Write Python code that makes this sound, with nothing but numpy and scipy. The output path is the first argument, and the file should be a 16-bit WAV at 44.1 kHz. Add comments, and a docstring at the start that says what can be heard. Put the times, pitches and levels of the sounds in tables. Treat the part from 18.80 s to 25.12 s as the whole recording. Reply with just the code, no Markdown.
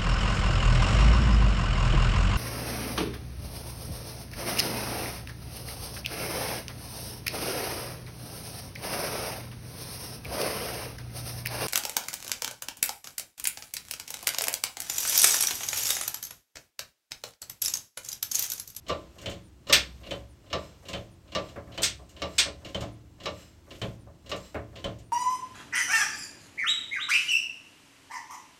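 """The steel lever of a hand-pumped hydraulic scissor jack knocks as it lifts a car over a garage pit.
The lever hits a stop at the end of every down and up stroke, which sets the jack's frame ringing.
Its loose pins tick, oil hisses and whistles through the valves, and a sleeve brushes on each lift.
Now and then the loaded scissor arms slip with a sharp snap, or the car or the lever gives a dull knock.
Under it all lie steady garage air and a low rumble that the heavy blows stir up."""
import sys
import numpy as np
from scipy import signal
from scipy.io import wavfile
from scipy.ndimage import uniform_filter1d

SR = 44100
rng = np.random.default_rng(int(sys.argv[2]) if len(sys.argv) > 2 else 0)


def dump_mix(stems):
    """Bounce the given channels to the path in sys.argv[1] as a 16-bit WAV at rate SR."""
    frames = np.atleast_2d(stems).T  # one column per channel
    limited = np.clip(frames, -1, 1)  # hard clip at full scale
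    pcm = np.round(limited * 32767).astype(np.int16)
    wavfile.write(sys.argv[1], SR, pcm)


N = 278712
TIME = np.arange(N) / SR
AGE = np.arange(int(.8 * SR)) / SR   # seconds since one sound began
BAND_EDGES_HZ = np.r_[np.geomspace(22, 5600, 25), 6600, 7700, 8900, 10000, 11300, 13500, 16500]
BAND_HZ = np.sqrt(BAND_EDGES_HZ[1:] * BAND_EDGES_HZ[:-1])
BLOW_SCATTER_DB = 1.5   # how much each ringing tone varies from blow to blow

# Thud, clang and edge mean extra bass, middle and treble. Slack is the time from first pin tick to stop.
# The lever hits its lower stop: start_s, strength_db, thud_db, clang_db, edge_db,
# slack_s, first_pin_db, second_pin_db, pin_edge_db, refill_hiss_db
DOWN_STOPS = [(0.095, 1.5, 0, -2.5, -12, 0.03, -3, 8, -8.5, -65.5),
              (0.897, 3, -1.5, -3.5, 0.5, .028, 2.5, 4.5, -7, -64),
              (1.729, 4, -1.5, -4.5, -3, 0.068, -13, 0.5, -22, -58.5),
              (2.55, 5, -2, -5, -3, 0.074, -11.5, 2, -16, -61),
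              (3.419, 1, -1.5, -5, -2, 0.055, -2, -7.5, -12, -56),
              (4.457, 1.5, -2, -6, -3, 0.056, -1, 2, -10.5, -56.5),
              (5.516, 0.5, -3.5, -5.5, -7, 0.056, -4.5, 3, -4, -57.5)]
# The lever hits its upper stop: start_s, strength_db, thud_db, clang_db, edge_db,
# slack_s, first_pin_db, second_pin_db, pin_edge_db, sleeve_db, whistle_db, whistle_length_s
UP_STOPS = [(0.459, 2, 0.5, -3.5, -10, .076, -3, -4, -1.5, -66, -65, 0.072),
            (1.309, 1.5, -2, -1.5, -9, 0.075, -1.5, 1.5, -24, -65, -67, .07),
            (2.132, 2, 0.5, -2, -8.5, .080, -3.5, 7, -7.5, -66, -67.5, 0.059),
            (2.977, 1, 1, 1, -9, 0.059, -3.5, -3, -13, -70, -76, 0.063),
            (3.946, -1, 8, 3, -6.5, .099, 4.5, -5.5, -6.5, -71, -67, .045),
            (5.016, 1, 7.5, -0.5, -10, 0.11, 1, -6.5, -9.5, -63, -67.5, 0.062),
            (6.042, -0.5, 7, 2.5, -8, .086, 2.5, -6.5, -10, -76, -68.5, 0.11)]
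# The scissor joints slip: start_s, strength_db, thud_db, clang_db, edge_db, top_db (extra above 10 kHz)
SNAPS = [(.926, 3.5, 2.5, 0, -4.5, 2.5), (3.020, -19, -9.5, 9.5, 7, -0.5), (3.032, -6, 4.5, -4, 3.5, -6.5),
         (3.582, -1, -0.5, -0.5, -0.5, -9)]
# Dull knocks: the load shifts, or the lever knocks softly just before its upper stop:
# start_s, strength_db, thud_db, clang_db, edge_db
THUMPS = [(.425, -8.5, -2, -6, -18), (2.758, -6, 4, 2.5, -1.5), (2.871, -19.5, 14.5, 4.5, 0),
          (3.191, -30, 8, 14, 3), (3.655, -10.5, 6, 9, -2), (4.015, -17.5, 17.5, 17.5, -0.5),
          (5.266, -31, -1.5, 14.5, -3.5), (5.745, 4, -1, -1.5, -8)]
# Modes (natural ringing tones) of frame and lever; t60 is the time to fade by 60 dB:
# pitch_hz, t60_s, down_stop_db, up_stop_db, thump_db, tick_db
FRAME_MODES = [(79, .35, -34, -41, -35, -65), (112, .7, -48, -37, -36, -65), (128, .4, -46, -41, -50, -65),
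               (185, .4, -36, -35, -46, -60), (298, .45, -38, -40, -39, -56), (333, .7, -48, -48, -51, -60),
               (392, .35, -42, -52, -48, -60), (426, .3, -40, -44, -39, -58),
               (530, .27, -38, -35, -55, -52), (545, .3, -41, -36, -48, -55),
               (562, .31, -28, -31, -32, -52), (598, .28, -36, -50, -42, -60),
               (617, .3, -29, -36, -36, -58), (666, .32, -33, -37, -37, -56), (722, .3, -50, -41, -41, -58),
               (1034, .38, -41, -50, -44, -58), (1047, .3, -48, -43, -50, -60),
               (1131, .22, -35, -62, -50, -68), (1166, .24, -27, -60, -43, -66),
               (1236, .2, -40, -47, -52, -64), (1280, .22, -43, -54, -50, -66),
               (1810, .2, -41, -52, -46, -66), (2220, .2, -42, -52, -47, -64),
               (2820, .18, -39, -45, -75, -53), (2880, .15, -35, -41, -70, -52),
               (3080, .13, -40, -27.5, -70, -51), (3780, .17, -43, -49, -70, -62),
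               (3950, .17, -40, -45, -70, -59), (5367, .16, -42, -58, -80, -68)]


def from_db(db):
    """Turn decibels into a gain to multiply by."""
    return 10 ** (np.asarray(db) / 20)


def rms_one(x):
    """Scale a signal so that its average power is 1."""
    return x / np.sqrt(np.mean(x ** 2) + 1e-20)


def at_hz(points, hz):
    """Read between the points of a curve, on a log-frequency axis."""
    points = np.array(points)
    return np.interp(np.log(hz), np.log(points[:, 0]), points[:, 1])


def fade(t60):
    """Curves that fall by 60 dB in t60 seconds, one row per value."""
    return np.exp(-np.log(1000) * AGE / np.reshape(t60, (-1, 1)))


def swell(seconds):
    """Curves that rise from 0 towards 1, one row per rise time."""
    return 1 - np.exp(-AGE / np.reshape(seconds, (-1, 1)))


def add(out, start_s, sound):
    """Mix a sound in at its start time."""
    i = int(round(start_s * SR))
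    out[i:i + len(sound)] += sound[:N - i]


def noise_bands():
    """White noise split into bands from low to high, neighbours unrelated."""
    white = rng.standard_normal((2, N))
    filters = [signal.butter(3, BAND_EDGES_HZ[k:k + 2], "band", fs=SR, output="sos")
               for k in range(len(BAND_HZ))]
    return np.array([signal.sosfilt(sos, white[k % 2]) for k, sos in enumerate(filters)])


def noise_piece(bands):
    """A random piece of the noise bands, as long as one blow."""
    i = rng.integers(SR // 10, N - len(AGE))
    return bands[:, i:i + len(AGE)]


def wobble(samples):
    """A random wavering: noise smoothed over this many samples."""
    return rms_one(uniform_filter1d(rng.standard_normal(len(AGE)), size=samples))


def colour(hz, thud_db, clang_db, edge_db):
    """Gains that lean a sound towards bass, middle or treble."""
    curve = [(150, thud_db), (500, clang_db), (1200, clang_db), (2200, 0), (4000, 0), (7500, edge_db)]
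    return from_db(at_hz(curve, hz))


def garage(bands, air_db=-56.5, rest_db=-61, stirred_db=-49.5, boom_hz=64, boom_width_hz=8, boom_db=-5):
    """Steady air, and a rumble stirred by heavy blows that booms at the pit's lowest air resonance."""
    # Steady garage air: pitch_hz, level_db (per Hz)
    air_spectrum = [(25, -26), (45, -5), (80, 3), (200, -18.5), (320, -9), (450, -22), (600, -20.5),
                    (850, -24.5), (1050, -24.5), (1500, -30.5), (4000, -35.5), (8000, -38), (10000, -42.5),
                    (15500, -44)]
    air = rms_one(from_db(at_hz(air_spectrum, BAND_HZ)) @ bands[:, ::-1])
    bass_filter = signal.butter(2, [55, 200], "band", fs=SR, output="sos")
    rumble = rms_one(signal.sosfilt(bass_filter, rng.standard_normal(N)))
    boom = rms_one(signal.lfilter(*signal.iirpeak(boom_hz, boom_hz / boom_width_hz, fs=SR), rumble))
    power = np.full(N, from_db(rest_db) ** 2)
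    stir = (swell(seconds=0.04) * fade(t60=1.16))[0]
    for start_s, strength_db, thud_db, *_ in DOWN_STOPS + UP_STOPS + THUMPS + SNAPS:
        add(power, start_s, (from_db(stirred_db + strength_db + thud_db) * stir) ** 2)
    return from_db(air_db) * air + np.sqrt(power) * rms_one(rumble + from_db(boom_db) * boom)


def sleeve(bands, lead_s=.19, length_s=0.36, grain_db=3):
    """Cloth brushes in a short, grainy swell as the arm comes to the top of each stroke."""
    # Rustling cloth: pitch_hz, level_db (per Hz)
    cloth_spectrum = [(2000, -24), (6000, -2), (8500, -4), (10000, -14), (12000, -4), (15500, -25)]
    out = np.zeros(N)
    for stop_s, *_, level_db, _, _ in UP_STOPS:
        grain = from_db(grain_db * wobble(150))
        rustle = from_db(at_hz(cloth_spectrum, BAND_HZ)) @ noise_piece(bands)
        brush = rms_one(grain * rustle)[:int(length_s * SR)]
        envelope = np.sin(np.linspace(0, np.pi, len(brush)))
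        add(out, stop_s - lead_s, from_db(level_db) * brush * envelope)
    return out


def valve_whistle(start_hz=10200, end_hz=9050, waver_hz=140, settle_s=.022, delay_s=0.168):
    """Early in each push a valve gives a faint, unsteady whistle that glides down and settles."""
    out = np.zeros(N)
    glide_hz = end_hz + (start_hz - end_hz) * np.exp(-AGE / settle_s)
    for stop_s, *_, level_db, length_s in UP_STOPS:
        hz = glide_hz + waver_hz * wobble(60)
        tone = np.sin(2 * np.pi * np.cumsum(hz) / SR)
        envelope = np.sin(np.pi * np.minimum(AGE / length_s, 1))
        add(out, stop_s + delay_s, from_db(level_db) * envelope * tone)
    return out


def surges(peaks, rise_db_per_s, fall_db_per_s):
    """Gain of a flow that swells to each peak (time_s, level_db) and dies away."""
    curves_db = [db + np.minimum(rise_db_per_s * (TIME - s), fall_db_per_s * (s - TIME))
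                 for s, db in peaks]
    return from_db(np.max(curves_db, axis=0))


def oil_hiss(bands, refill_peak_share=0.28, refill_edge_db=3, push_db=-63, push_delay_s=0.078):
    """Oil hisses through the valves: brightly as the rising lever refills the pump, softly on the push."""
    # Flowing oil: pitch_hz, level_db (per Hz)
    hiss_spectrum = [(900, 0.5), (2000, 4.5), (3000, 3), (4200, -1), (5600, 2), (7000, -3), (8200, -4),
                     (10000, -23.5), (12000, -8), (15500, -17.5)]
    # The inlet valve rings during the refill: pitch_hz, width_hz, level_db
    inlet_resonances = [(2900, 79, -7), (4050, 95, -6.5), (5170, 91, -8.5), (7560, 110, -5.5)]
    refill_peaks = [(down[0] + refill_peak_share * (up[0] - down[0]), down[-1])
                    for down, up in zip(DOWN_STOPS, UP_STOPS)]
    push_peaks = [(stop_s + push_delay_s, push_db) for stop_s, *_ in UP_STOPS]
    refill = surges(refill_peaks, rise_db_per_s=71.5, fall_db_per_s=123.5)
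    push = surges(push_peaks, rise_db_per_s=34.5, fall_db_per_s=76)
    white = rng.standard_normal(N)
    inlet = sum(from_db(db) * rms_one(signal.lfilter(*signal.iirpeak(hz, hz / width, fs=SR), white))
                for hz, width, db in inlet_resonances)
    gains = from_db(at_hz(hiss_spectrum, BAND_HZ))
    bright_hiss = rms_one((gains * colour(BAND_HZ, 0, 0, refill_edge_db)) @ bands)
    return push * rms_one(gains @ bands) + refill * (inlet + bright_hiss)


def ring_shape(spectrum, decay_scale, rise_s, crack_db, room_db):
    """Each band's loudness after a blow: a bright crack, ringing steel, then the garage's echo."""
    # How long the steel rings, before decay_scale: pitch_hz, t60_s
    ring_times = [(60, 0.45), (500, 0.29), (1300, 0.25), (3500, 0.23), (8000, 0.19), (12000, 0.15)]
    treble = BAND_HZ / (BAND_HZ + 2000)
    crack = from_db(crack_db) * fade(t60=0.027) * treble[:, None]
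    steel = fade(decay_scale * at_hz(ring_times, BAND_HZ))
    room = from_db(room_db) * fade(t60=0.77)
    build_up = swell(rise_s + np.minimum(12.5 / BAND_HZ, .012))   # the lows build up last
    return from_db(at_hz(spectrum, BAND_HZ))[:, None] * (crack + np.hypot(steel, room) * build_up)


def scissor_snaps(bands, modes_db=17, middle_t60_s=.21, boom_hz=63, boom_db=-47):
    """A loaded joint slips and the steel arms ring, hard and bright; the car body booms faintly."""
    # Noisy ring of a snap: pitch_hz, level_db (per Hz)
    snap_spectrum = [(25, -39), (70, -29), (500, -20.5), (900, -19), (2200, -8.5), (4000, -6), (6000, -9.5),
                     (7200, -13.5), (8400, -10), (9800, -43.5), (12500, -17), (15500, -31.5)]
    # Ringing tones of the scissor arms: pitch_hz, level_db
    arm_modes = [(1400, -51), (1776, -48), (2159, -46), (2390, -48), (2444, -45), (2762, -46), (3365, -45),
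                 (3445, -47), (3661, -45), (4043, -45), (4382, -47), (4587, -52), (4646, -45), (4748, -50),
                 (4899, -47), (5367, -48), (5862, -51), (5900, -51), (6083, -49), (6196, -49), (6643, -53),
                 (7407, -53), (7725, -50), (7919, -51), (8253, -50), (8796, -52)]
    out = np.zeros(N)
    shape = ring_shape(snap_spectrum, decay_scale=0.98, rise_s=0.0024, crack_db=-2, room_db=-36)
    hz, level_db = np.array(arm_modes).T
    t60_s = middle_t60_s * (np.median(hz) / hz) ** 0.15   # high tones die sooner
    envelopes = fade(t60_s) * swell(seconds=0.005)
    boom_envelope = fade(4.9)[0] * (1 - (AGE / AGE[-1]) ** 2)   # a slow fade, eased to silence
    boom = from_db(boom_db) * boom_envelope * np.sin(2 * np.pi * boom_hz * AGE)
    for start_s, strength_db, thud_db, clang_db, edge_db, top_db in SNAPS:
        lean_db = thud_db, clang_db, edge_db
        scatter_db = BLOW_SCATTER_DB * rng.standard_normal(len(hz))
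        gains = from_db(level_db + modes_db + scatter_db) * colour(hz, *lean_db)
        phases = 2 * np.pi * (hz[:, None] * AGE + rng.random((len(hz), 1)))
        tones = gains @ (envelopes * np.sin(phases))
        band_gains = colour(BAND_HZ, *lean_db) * from_db(top_db * (BAND_HZ > 10000))
        ring = band_gains @ (shape * noise_piece(bands))
        add(out, start_s, from_db(strength_db) * (tones + ring + from_db(thud_db) * boom))
    return out


def frame_blows(bands, blows, shape, levels_db, shared_share, cluster_size=5, pitch_spread=.009):
    """Each blow on the jack wakes a noisy ring and the frame's tones, a little differently each time."""
    out = np.zeros(N)
    shared_noise = noise_piece(bands)   # the same contact rings much the same way
    hz, t60_s = np.array(FRAME_MODES)[:, :2].T
    copies = np.where(hz > 1500, cluster_size, 1)   # the high tones crowd into close clusters
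    hz, t60_s, levels_db, copies = np.repeat(np.c_[hz, t60_s, levels_db, copies], copies, axis=0).T
    hz = hz * (1 + pitch_spread * (copies > 1) * rng.standard_normal(len(hz)))
    rise_s = np.minimum(4.6 / hz, .012)
    envelopes = fade(t60_s) * swell(rise_s) / np.sqrt(copies)[:, None]
    modes = envelopes * np.exp(2j * np.pi * hz[:, None] * AGE)
    for start_s, strength_db, *lean_db in blows:
        noise = np.sqrt(shared_share) * shared_noise + np.sqrt(1 - shared_share) * noise_piece(bands)
        ring = colour(BAND_HZ, *lean_db) @ (shape * noise)
        scatter_db = BLOW_SCATTER_DB * rng.standard_normal(len(hz))
        gains = from_db(levels_db + scatter_db) * colour(hz, *lean_db)
        random_phases = np.exp(2j * np.pi * rng.random(len(hz)))
        tones = ((gains * random_phases) @ modes).imag
        add(out, start_s, from_db(strength_db) * (ring + tones))
    return out


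def slack_ticks(stops, second_lead_share, second_brighter_db=6.5):
    """Two pins tick in turn ahead of each stop: rows of start_s, strength_db, edge_db."""
    stop_s, *_, slack_s, first_db, second_db, edge_db = np.array(stops)[:, :9].T
    first = zip(stop_s - slack_s, first_db, edge_db)
    second = zip(stop_s - second_lead_share * slack_s, second_db, edge_db + second_brighter_db)
    return [*first, *second]


def loose_pins(bands, thud_db=1, clang_db=1):
    """Loose pins give light, bright ticks as the lever's linkage takes up its slack."""
    # Stray ticks of the linkage: start_s, strength_db, edge_db
    stray_ticks = [(0.495, -3.8, 9.5), (0.511, 2, -7), (2.686, -6, -2), (3.291, -12.5, 10),
                   (4.007, 6.5, -1.5), (5.56, -4.5, 7), (6.186, -13, 7)]
    # Noisy ring of a tick: pitch_hz, level_db (per Hz)
    tick_spectrum = [(60, -29.5), (550, -33.5), (900, -49), (2000, -39.5), (3000, -38), (5000, -43),
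                     (8000, -44), (10000, -69), (12000, -53), (15000, -68.5)]
    shape = ring_shape(tick_spectrum, decay_scale=0.99, rise_s=0.00027, crack_db=-6, room_db=-18)
    rows = slack_ticks(DOWN_STOPS, .41) + slack_ticks(UP_STOPS, .6) + stray_ticks
    ticks = [(start_s, strength_db, thud_db, clang_db, edge_db) for start_s, strength_db, edge_db in rows]
    tick_db = np.array(FRAME_MODES)[:, -1]
    return frame_blows(bands, ticks, shape, tick_db + 0.5, shared_share=0.6)


def dull_knocks(bands, lead_in_slacks=1.33):
    """The car shifts or the rising lever knocks softly; the linkage nudges the frame at each turn."""
    # The soft nudge ahead of a down stop and of an up stop: strength_db, thud_db, clang_db, edge_db
    down_nudge = (-27.5, 12.5, 1.5, 4)
    up_nudge = (-23, 2, 3.5, 3)
    # Noisy ring of a thump: pitch_hz, level_db (per Hz)
    thump_spectrum = [(25, -43.5), (80, -18.5), (300, -19), (650, -16.5), (850, -23.5), (1700, -24.5),
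                      (2300, -28.5), (3000, -42.5), (5000, -51), (15000, -55)]
    nudges = [(stop_s - lead_in_slacks * slack_s, *nudge)
              for stops, nudge in [(DOWN_STOPS, down_nudge), (UP_STOPS, up_nudge)]
              for stop_s, _, _, _, _, slack_s, *_ in stops]
    shape = ring_shape(thump_spectrum, decay_scale=0.78, rise_s=0.0023, crack_db=-3, room_db=-24.5)
    thump_db = np.array(FRAME_MODES)[:, 4]
    return frame_blows(bands, THUMPS + nudges, shape, thump_db - 3.5, shared_share=.15)


def lever_knocks(bands):
    """The steel lever hits its lower and upper stops in turn, and each stop has its own ring."""
    # Noisy ring of the lower stop and of the upper stop: pitch_hz, level_db (per Hz)
    down_spectrum = [(25, -34), (55, -42), (130, -16.5), (240, -21.5), (520, -6.5), (850, -18.5),
                     (1250, -15), (1600, -27.5), (2900, -25.5), (4200, -28.5), (6500, -35), (8500, -50.5),
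                     (10000, -64.5), (15000, -59)]
    up_spectrum = [(25, -28), (55, -22), (140, -22.5), (250, -23), (560, -15), (850, -26), (2200, -30.5),
                   (3100, -25.5), (4800, -37.5), (8000, -33), (10000, -62.5), (15000, -50.5)]
    down_shape = ring_shape(down_spectrum, decay_scale=0.85, rise_s=.0005, crack_db=4.5, room_db=-22)
    up_shape = ring_shape(up_spectrum, decay_scale=1, rise_s=0.00025, crack_db=5, room_db=-31)
    down_db, up_db = np.array(FRAME_MODES)[:, 2:4].T
    down = frame_blows(bands, [row[:5] for row in DOWN_STOPS], down_shape, down_db - 1, shared_share=0.31)
    up = frame_blows(bands, [row[:5] for row in UP_STOPS], up_shape, up_db - 4.5, shared_share=0.45)
    return down + up


def scene():
    """All the sources in one channel, heard from behind the pit."""
    bands = noise_bands()
    steel = lever_knocks(bands) + dull_knocks(bands) + loose_pins(bands) + scissor_snaps(bands)
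    return (steel + oil_hiss(bands) + valve_whistle() + sleeve(bands) + garage(bands))[None]


def record(dry):
    """A steep filter cuts the very highest treble."""
    cutoff_hz = 15900
    return signal.sosfilt(signal.ellip(10, .1, 70, cutoff_hz, fs=SR, output="sos"), dry)


dry = scene()
out = record(dry)
dump_mix(out)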